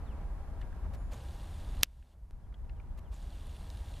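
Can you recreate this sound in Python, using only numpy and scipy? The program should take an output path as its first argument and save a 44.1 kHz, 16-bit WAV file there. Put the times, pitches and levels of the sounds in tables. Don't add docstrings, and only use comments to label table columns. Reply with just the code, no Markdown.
import sys
import numpy as np
from scipy import signal
from scipy.fft import rfft, irfft
from scipy.io import wavfile
from scipy.ndimage import minimum_filter1d

SR = 44100
rng = np.random.default_rng(int(sys.argv[2]) if len(sys.argv) > 2 else 0)


def master(y):
    cut = np.clip(np.atleast_2d(y).T, -1, 1)
    pcm = np.round(cut * 32767)
    wavfile.write(sys.argv[1], SR, pcm.astype(np.int16))


N = 176400
T = np.arange(N) / SR
BIN_HZ = np.arange(N // 2 + 1) * SR / N
SIDE = np.array([[1], [-1]])

def from_db(db):
    return 10 ** (np.asarray(db) / 20)

def rms_one(x):
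    return x / np.sqrt(np.mean(x ** 2) + 1e-20)

def noise(spectrum):
    hz, db = np.transpose(spectrum)
    octave, known = np.log2(np.maximum(BIN_HZ, 1)), np.log2(hz)
    beyond = np.abs(octave - np.clip(octave, known[0], known[-1]))
    gain = from_db(np.interp(octave, known, db) - 24 * beyond)
    return rms_one(irfft(rfft(rng.standard_normal(N)) * gain, N))

def drift(hz):
    return rms_one(irfft(rfft(rng.standard_normal(N)) * (BIN_HZ > 0) / (1 + (BIN_HZ / hz) ** 2), N))

def stereo_noise(spectrum, side_db):
    return noise(spectrum) + from_db(side_db) * noise(spectrum) * SIDE

def gate(start, end, ramp_s):
    return np.clip(np.minimum(T - start, end - T) / ramp_s + .5, 0, 1)

def sine(hz):
    return np.sqrt(2) * np.sin(2 * np.pi * np.cumsum(hz * np.ones(N)) / SR)

def resonate(x, hz, width_hz):
    r = np.exp(-np.pi * width_hz / SR)
    feedback = [1, -2 * r * np.cos(2 * np.pi * hz / SR), r * r]
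    return signal.lfilter(np.array([1, 0, -1]) * (1 - r * r) / 2, feedback, x)

# (frequency [Hz], relative density [dB])
HISS_SPECTRUM = [(2000, 3.1), (6000, 0), (10000, -0.2), (14000, -3.5)]
# (frequency [Hz], level [dB], decay rate [dB/s])
LENS_TONES = [(6900, -81, 30), (10400, -78, 100)]
def electronics(idle_hz=11220, wake_s=.975):
    idle = from_db(-90.5) * sine(idle_hz + 20 * drift(100))
    age = np.maximum(T - wake_s, 0)
    lens = sum(from_db(db - fade * age) * sine(hz + 20 * drift(60)) for hz, db, fade in LENS_TONES)
    hiss = from_db(-78) * stereo_noise(HISS_SPECTRUM, side_db=2.5)
    return hiss + idle + np.minimum(age / .005, 1) * lens

# (frequency [Hz], relative density [dB])
WASH_SPECTRUM = [(150, 11), (300, 2), (430, 0), (620, 1), (1000, -2.5), (1400, -8.5), (2000, -15),
                 (2700, -22.5), (4500, -31), (9000, -45.5)]
# (frequency [Hz], side-to-mid ratio [dB])
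WASH_WIDTH = [(150, -43), (400, -16.5), (800, -13), (1500, -7), (4000, -3.5)]
# (time [s], level [dB])
WASH_LEVELS = [(0, -53.5), (.8, -55), (1.5, -55.5), (2.6, -54.5), (4, -56)]
# (frequency [Hz], level [dB])
HUM_TONES = [(810, -71), (955, -72.5), (1620, -80)]
def machinery(flutter_db=.94, waver_db=2.5, wander_hz=3):
    mid = noise(WASH_SPECTRUM)
    width_hz, side_db = np.transpose(WASH_WIDTH)
    side_gain = from_db(np.interp(np.log(np.maximum(BIN_HZ, 1)), np.log(width_hz), side_db))
    side = irfft(rfft(noise(WASH_SPECTRUM)) * side_gain, N)
    level = from_db(np.interp(T, *np.transpose(WASH_LEVELS)) + flutter_db * drift(18))
    hum = sum(from_db(db + waver_db * drift(3.4)) * sine(hz + wander_hz * drift(6.6))
              for hz, db in HUM_TONES)
    return level * (mid + side * SIDE) + hum

# (time [s], duration [s], start frequency [Hz], end frequency [Hz], level [dB])
BIRD_NOTES = [(0.028, 0.132, 5020, 2060, -71), (2.41, 0.059, 3750, 3000, -76),
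              (2.735, 0.062, 3850, 2600, -74.5), (3.025, 0.068, 4000, 2610, -73),
              (3.308, 0.044, 3590, 2720, -65), (3.46, 0.066, 3750, 3000, -69)]
def bird(roughness=.0172):
    out = np.zeros(N)
    for start, length, from_hz, to_hz, db in BIRD_NOTES:
        along = np.clip((T - start) / length, 0, 1)
        pitch = from_hz * (to_hz / from_hz) ** along * (1 + roughness * drift(300))
        out += from_db(db) * np.sin(np.pi * along ** 1.44) * sine(pitch)
    return out

# (time [s], low mode [Hz], level [dB], high mode [Hz], level [dB], T60 [s])
STONE_CONTACTS = [(.614, 1400, -50, 3180, -53, 0.014), (.623, 2000, -62, 2350, -64, 0.034),
                  (.725, 1500, -60, 2200, -68, 0.028), (2.025, 1750, -50, 2290, -53, .022),
                  (2.524, 1447, -50, 2010, -61, .025), (2.54, 1505, -55, 3170, -53, .032),
                  (2.694, 2000, -45.5, 2550, -49, 0.017), (2.798, 1500, -59, 2150, -53.5, 0.024)]
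def stones(width_hz=750, attack_s=.002, grit_db=-20):
    out = np.zeros(N)
    for start, low_hz, low_db, high_hz, high_db, t60 in STONE_CONTACTS:
        age, grit = np.maximum(T - start, 0), rng.standard_normal(N)
        envelope = np.minimum(age / attack_s, 1) * from_db(-60 * np.maximum(age - attack_s, 0) / t60)
        for hz, db in (low_hz, low_db), (high_hz, high_db):
            broad = resonate(grit, hz, width_hz)
            ring = resonate(broad, hz, width_hz)
            out += from_db(db) * envelope * (rms_one(ring) + from_db(grit_db) * rms_one(broad))
    return out

# (frequency [Hz], relative density [dB])
WIND_SPECTRUM = [(11, -30), (18, -2.5), (38, 1), (59, 1.5), (78, -3.5), (125, -17), (330, -36),
                 (430, -46.5), (730, -120)]
# (time [s], level [dB])
GUST_LEVELS = [(0, -38), (.42, -41.5), (.72, -38), (.79, -46.5), (.87, -36.5), (1.35, -40.5), (1.62, -36.5),
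               (1.79, -34), (1.88, -38), (2.0, -31.5), (2.11, -42.5), (2.2, -36), (2.35, -31.5),
               (2.55, -33.5), (2.8, -33.5), (3.1, -36.5), (3.45, -39.5), (4, -37.5)]
def wind(buffet_db=.5, leftward_db=.57):
    level = from_db(np.interp(T, *np.transpose(GUST_LEVELS)) + buffet_db * drift(9.3))
    return level * stereo_noise(WIND_SPECTRUM, side_db=-11) * from_db(SIDE * leftward_db)

# (start [s], end [s], level [dB], swell [dB/s])
MOTOR_RUNS = [(1.112, 2.146, -64.5, 0.5), (3.117, 4.1, -63.5, 2)]
# (frequency [Hz], relative density [dB])
GEAR_SPECTRUM = [(1180, -24.5), (1650, -3), (2100, -6), (2450, -6), (2820, -3), (3100, -4.5), (3480, -1.7),
                 (4330, -6.5), (4800, -8), (5440, -10.5), (5910, -9), (6430, -12.5), (6900, -8.5),
                 (7600, -13.5), (8150, -8.5), (8650, -8), (9080, -15.5), (9450, -10), (10300, -12),
                 (11150, -16.5), (11700, -15), (14000, -18)]
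# (frequency [Hz], bandwidth [Hz])
GEAR_MODES = [(2820, 150), (3480, 200), (3950, 220), (4350, 260), (6900, 260), (8600, 350), (9550, 300)]
# (time [s], duration [s], level [dB])
LENS_SCUFFS = [(0.609, 0.014, -64.5), (0.934, 0.023, -56.5), (1.117, 0.03, -54.5), (2.976, 0.019, -53),
               (3.124, 0.02, -58)]
# (frequency [Hz], relative density [dB])
SCUFF_SPECTRUM = [(500, 20), (1500, 9), (3500, 3), (5000, -1), (7000, -1.5), (10000, -5), (14000, -4)]
def zoom_motor(mesh_hz=184, rattles_per_s=90, rattle_db=-7):
    running = sum(from_db(db + swell * (T - start)) * gate(start, end, ramp_s=.018)
                  for start, end, db, swell in MOTOR_RUNS)
    mesh = sine(mesh_hz * (1 + .025 * drift(8.8)))
    flutter = from_db(mesh + .7 * drift(200) + .3 * drift(7.1))
    knocks = rng.random(N) < rattles_per_s / SR
    rattle = sum(resonate(knocks * rng.standard_normal(N) + 1e-18, hz, width) / hz
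                 for hz, width in GEAR_MODES)
    whirr = flutter * noise(GEAR_SPECTRUM) + from_db(rattle_db) * rms_one(rattle)
    scuffing = sum(from_db(db) * gate(start, start + length, ramp_s=.0056)
                   for start, length, db in LENS_SCUFFS)
    return running * whirr + scuffing * from_db(2 * drift(160)) * noise(SCUFF_SPECTRUM)

def switch_pop(start=2.3095, db=-30.5, t60=.005):
    age = T - start
    return (age >= 0) * from_db(db - 60 * np.abs(age) / t60)

# (time [s], tap peak [dB], frequency [Hz], bandwidth [Hz], friction T60 [s])
CASING_TICKS = [(1.13, -46, 546, 160, 0.068), (1.134, -48, 6900, 1200, 0.12),
                (1.811, -42, 4000, 2490, 0.021), (1.834, -21, 6000, 2510, 0.0067),
                (1.8395, -25.5, 4990, 3000, 0.0047), (1.846, -28.5, 4480, 3500, 0.0043),
                (1.858, -39.5, 2480, 2000, 0.0095), (3.142, -46.5, 7000, 1600, .09),
                (3.228, -52.5, 6600, 1500, 0.068), (3.469, -49.5, 10100, 1000, 0.018),
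                (3.565, -52.5, 10100, 1000, 0.018), (3.566, -45.5, 3000, 1600, .018),
                (3.702, -37, 3770, 3200, 0.015), (3.703, -51, 11500, 2500, .015),
                (3.772, -51.5, 10200, 1000, 0.016), (3.773, -44, 3000, 2000, .015),
                (3.94, -43, 3070, 1340, 0.023)]
def casing_ticks(friction_db=-12.5, rise_s=.00065):
    out = np.zeros(N)
    for start, db, hz, width, t60 in CASING_TICKS:
        drive = np.array([np.arange(N) == int(start * SR), rng.standard_normal(N)]) + 1e-18
        tap, friction = resonate(resonate(drive, hz, width), hz, width)
        dying = np.clip((T - start) / rise_s, 0, 1) * from_db(friction_db - 60 * np.abs(T - start) / t60)
        out += from_db(db) * (tap / np.abs(tap).max() + dying * rms_one(friction))
    return out

# (frequency [Hz], relative level [dB], T60 [s])
CASING_MODES = [(2200, -16.5, .004), (3000, -10, 0.0035), (4750, -14.5, 0.0035), (5770, -20.5, 0.0042),
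                (7000, -29.5, .003), (11500, -13, 0.0025)]
# (frequency [Hz], relative density [dB])
GRIND_SPECTRUM = [(200, -4), (1200, -8.5), (2500, 0.5), (6000, -4.5), (8500, -12.5), (14000, -13.5)]
def casing_click(start=1.8328, gain_db=1.5, grind_db=-23.5, grind_rise_s=.0018, grind_t60=.04):
    age = np.maximum(np.arange(N) - int(start * SR), -1) / SR
    rings = sum(from_db(db - 60 * np.abs(age) / t60) * np.cos(2 * np.pi * hz * age)
                for hz, db, t60 in CASING_MODES)
    impulse = from_db(-4) * (age == 0)
    low_cut = signal.butter(1, 800, "high", fs=SR, output="sos")
    snap = signal.sosfilt(low_cut, rings * (age >= 0) + impulse + 1e-18)
    smeared = snap - 2 * resonate(snap + 1e-18, hz=4000, width_hz=3500)
    rise = np.exp(np.minimum(T - start, 0) / grind_rise_s)
    grind = rise * from_db(grind_db - 60 * np.abs(age) / grind_t60) * noise(GRIND_SPECTRUM)
    return from_db(gain_db) * smeared + grind

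def scene():
    outdoors = wind() + machinery() + bird() + stones()
    return outdoors + zoom_motor() + electronics() + casing_click() + casing_ticks() + switch_pop()

# (start [s], end [s])
MONO_SPANS = [(1.101, 2.3095), (3.106, 4.1)]
def fold_to_mono(x):
    mid = x.mean(axis=0)
    folded = sum(gate(start, end, ramp_s=.003) for start, end in MONO_SPANS)
    return mid + (x - mid) * (1 - folded)

def gain_control(x, limit_db=-16.5, attack_s=.0022, hold_s=.43, release_s=1.234):
    peak = np.abs(x).max(axis=0)
    cut = 1 - from_db(limit_db) / np.maximum(peak, from_db(limit_db))
    fading = np.maximum.accumulate(cut * np.exp(T / release_s)) * np.exp(-T / release_s)
    window = int(hold_s * SR) // 2 * 2 + 1
    held = -minimum_filter1d(-fading, window, origin=window // 2, mode="constant")
    pole = np.exp(-1 / (attack_s * SR))
    return x * (1 - signal.lfilter([1 - pole], [1, -pole], held))

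def record(dry, hiss_db=-84, ceiling=1.1, cutoff_hz=14300):
    x = gain_control(fold_to_mono(dry)) + from_db(hiss_db) * noise(HISS_SPECTRUM)
    low_pass = signal.ellip(10, .2, 70, cutoff_hz, fs=SR, output="sos")
    return signal.sosfilt(low_pass, ceiling * np.tanh(x / ceiling))

dry = scene()
out = record(dry)
master(out)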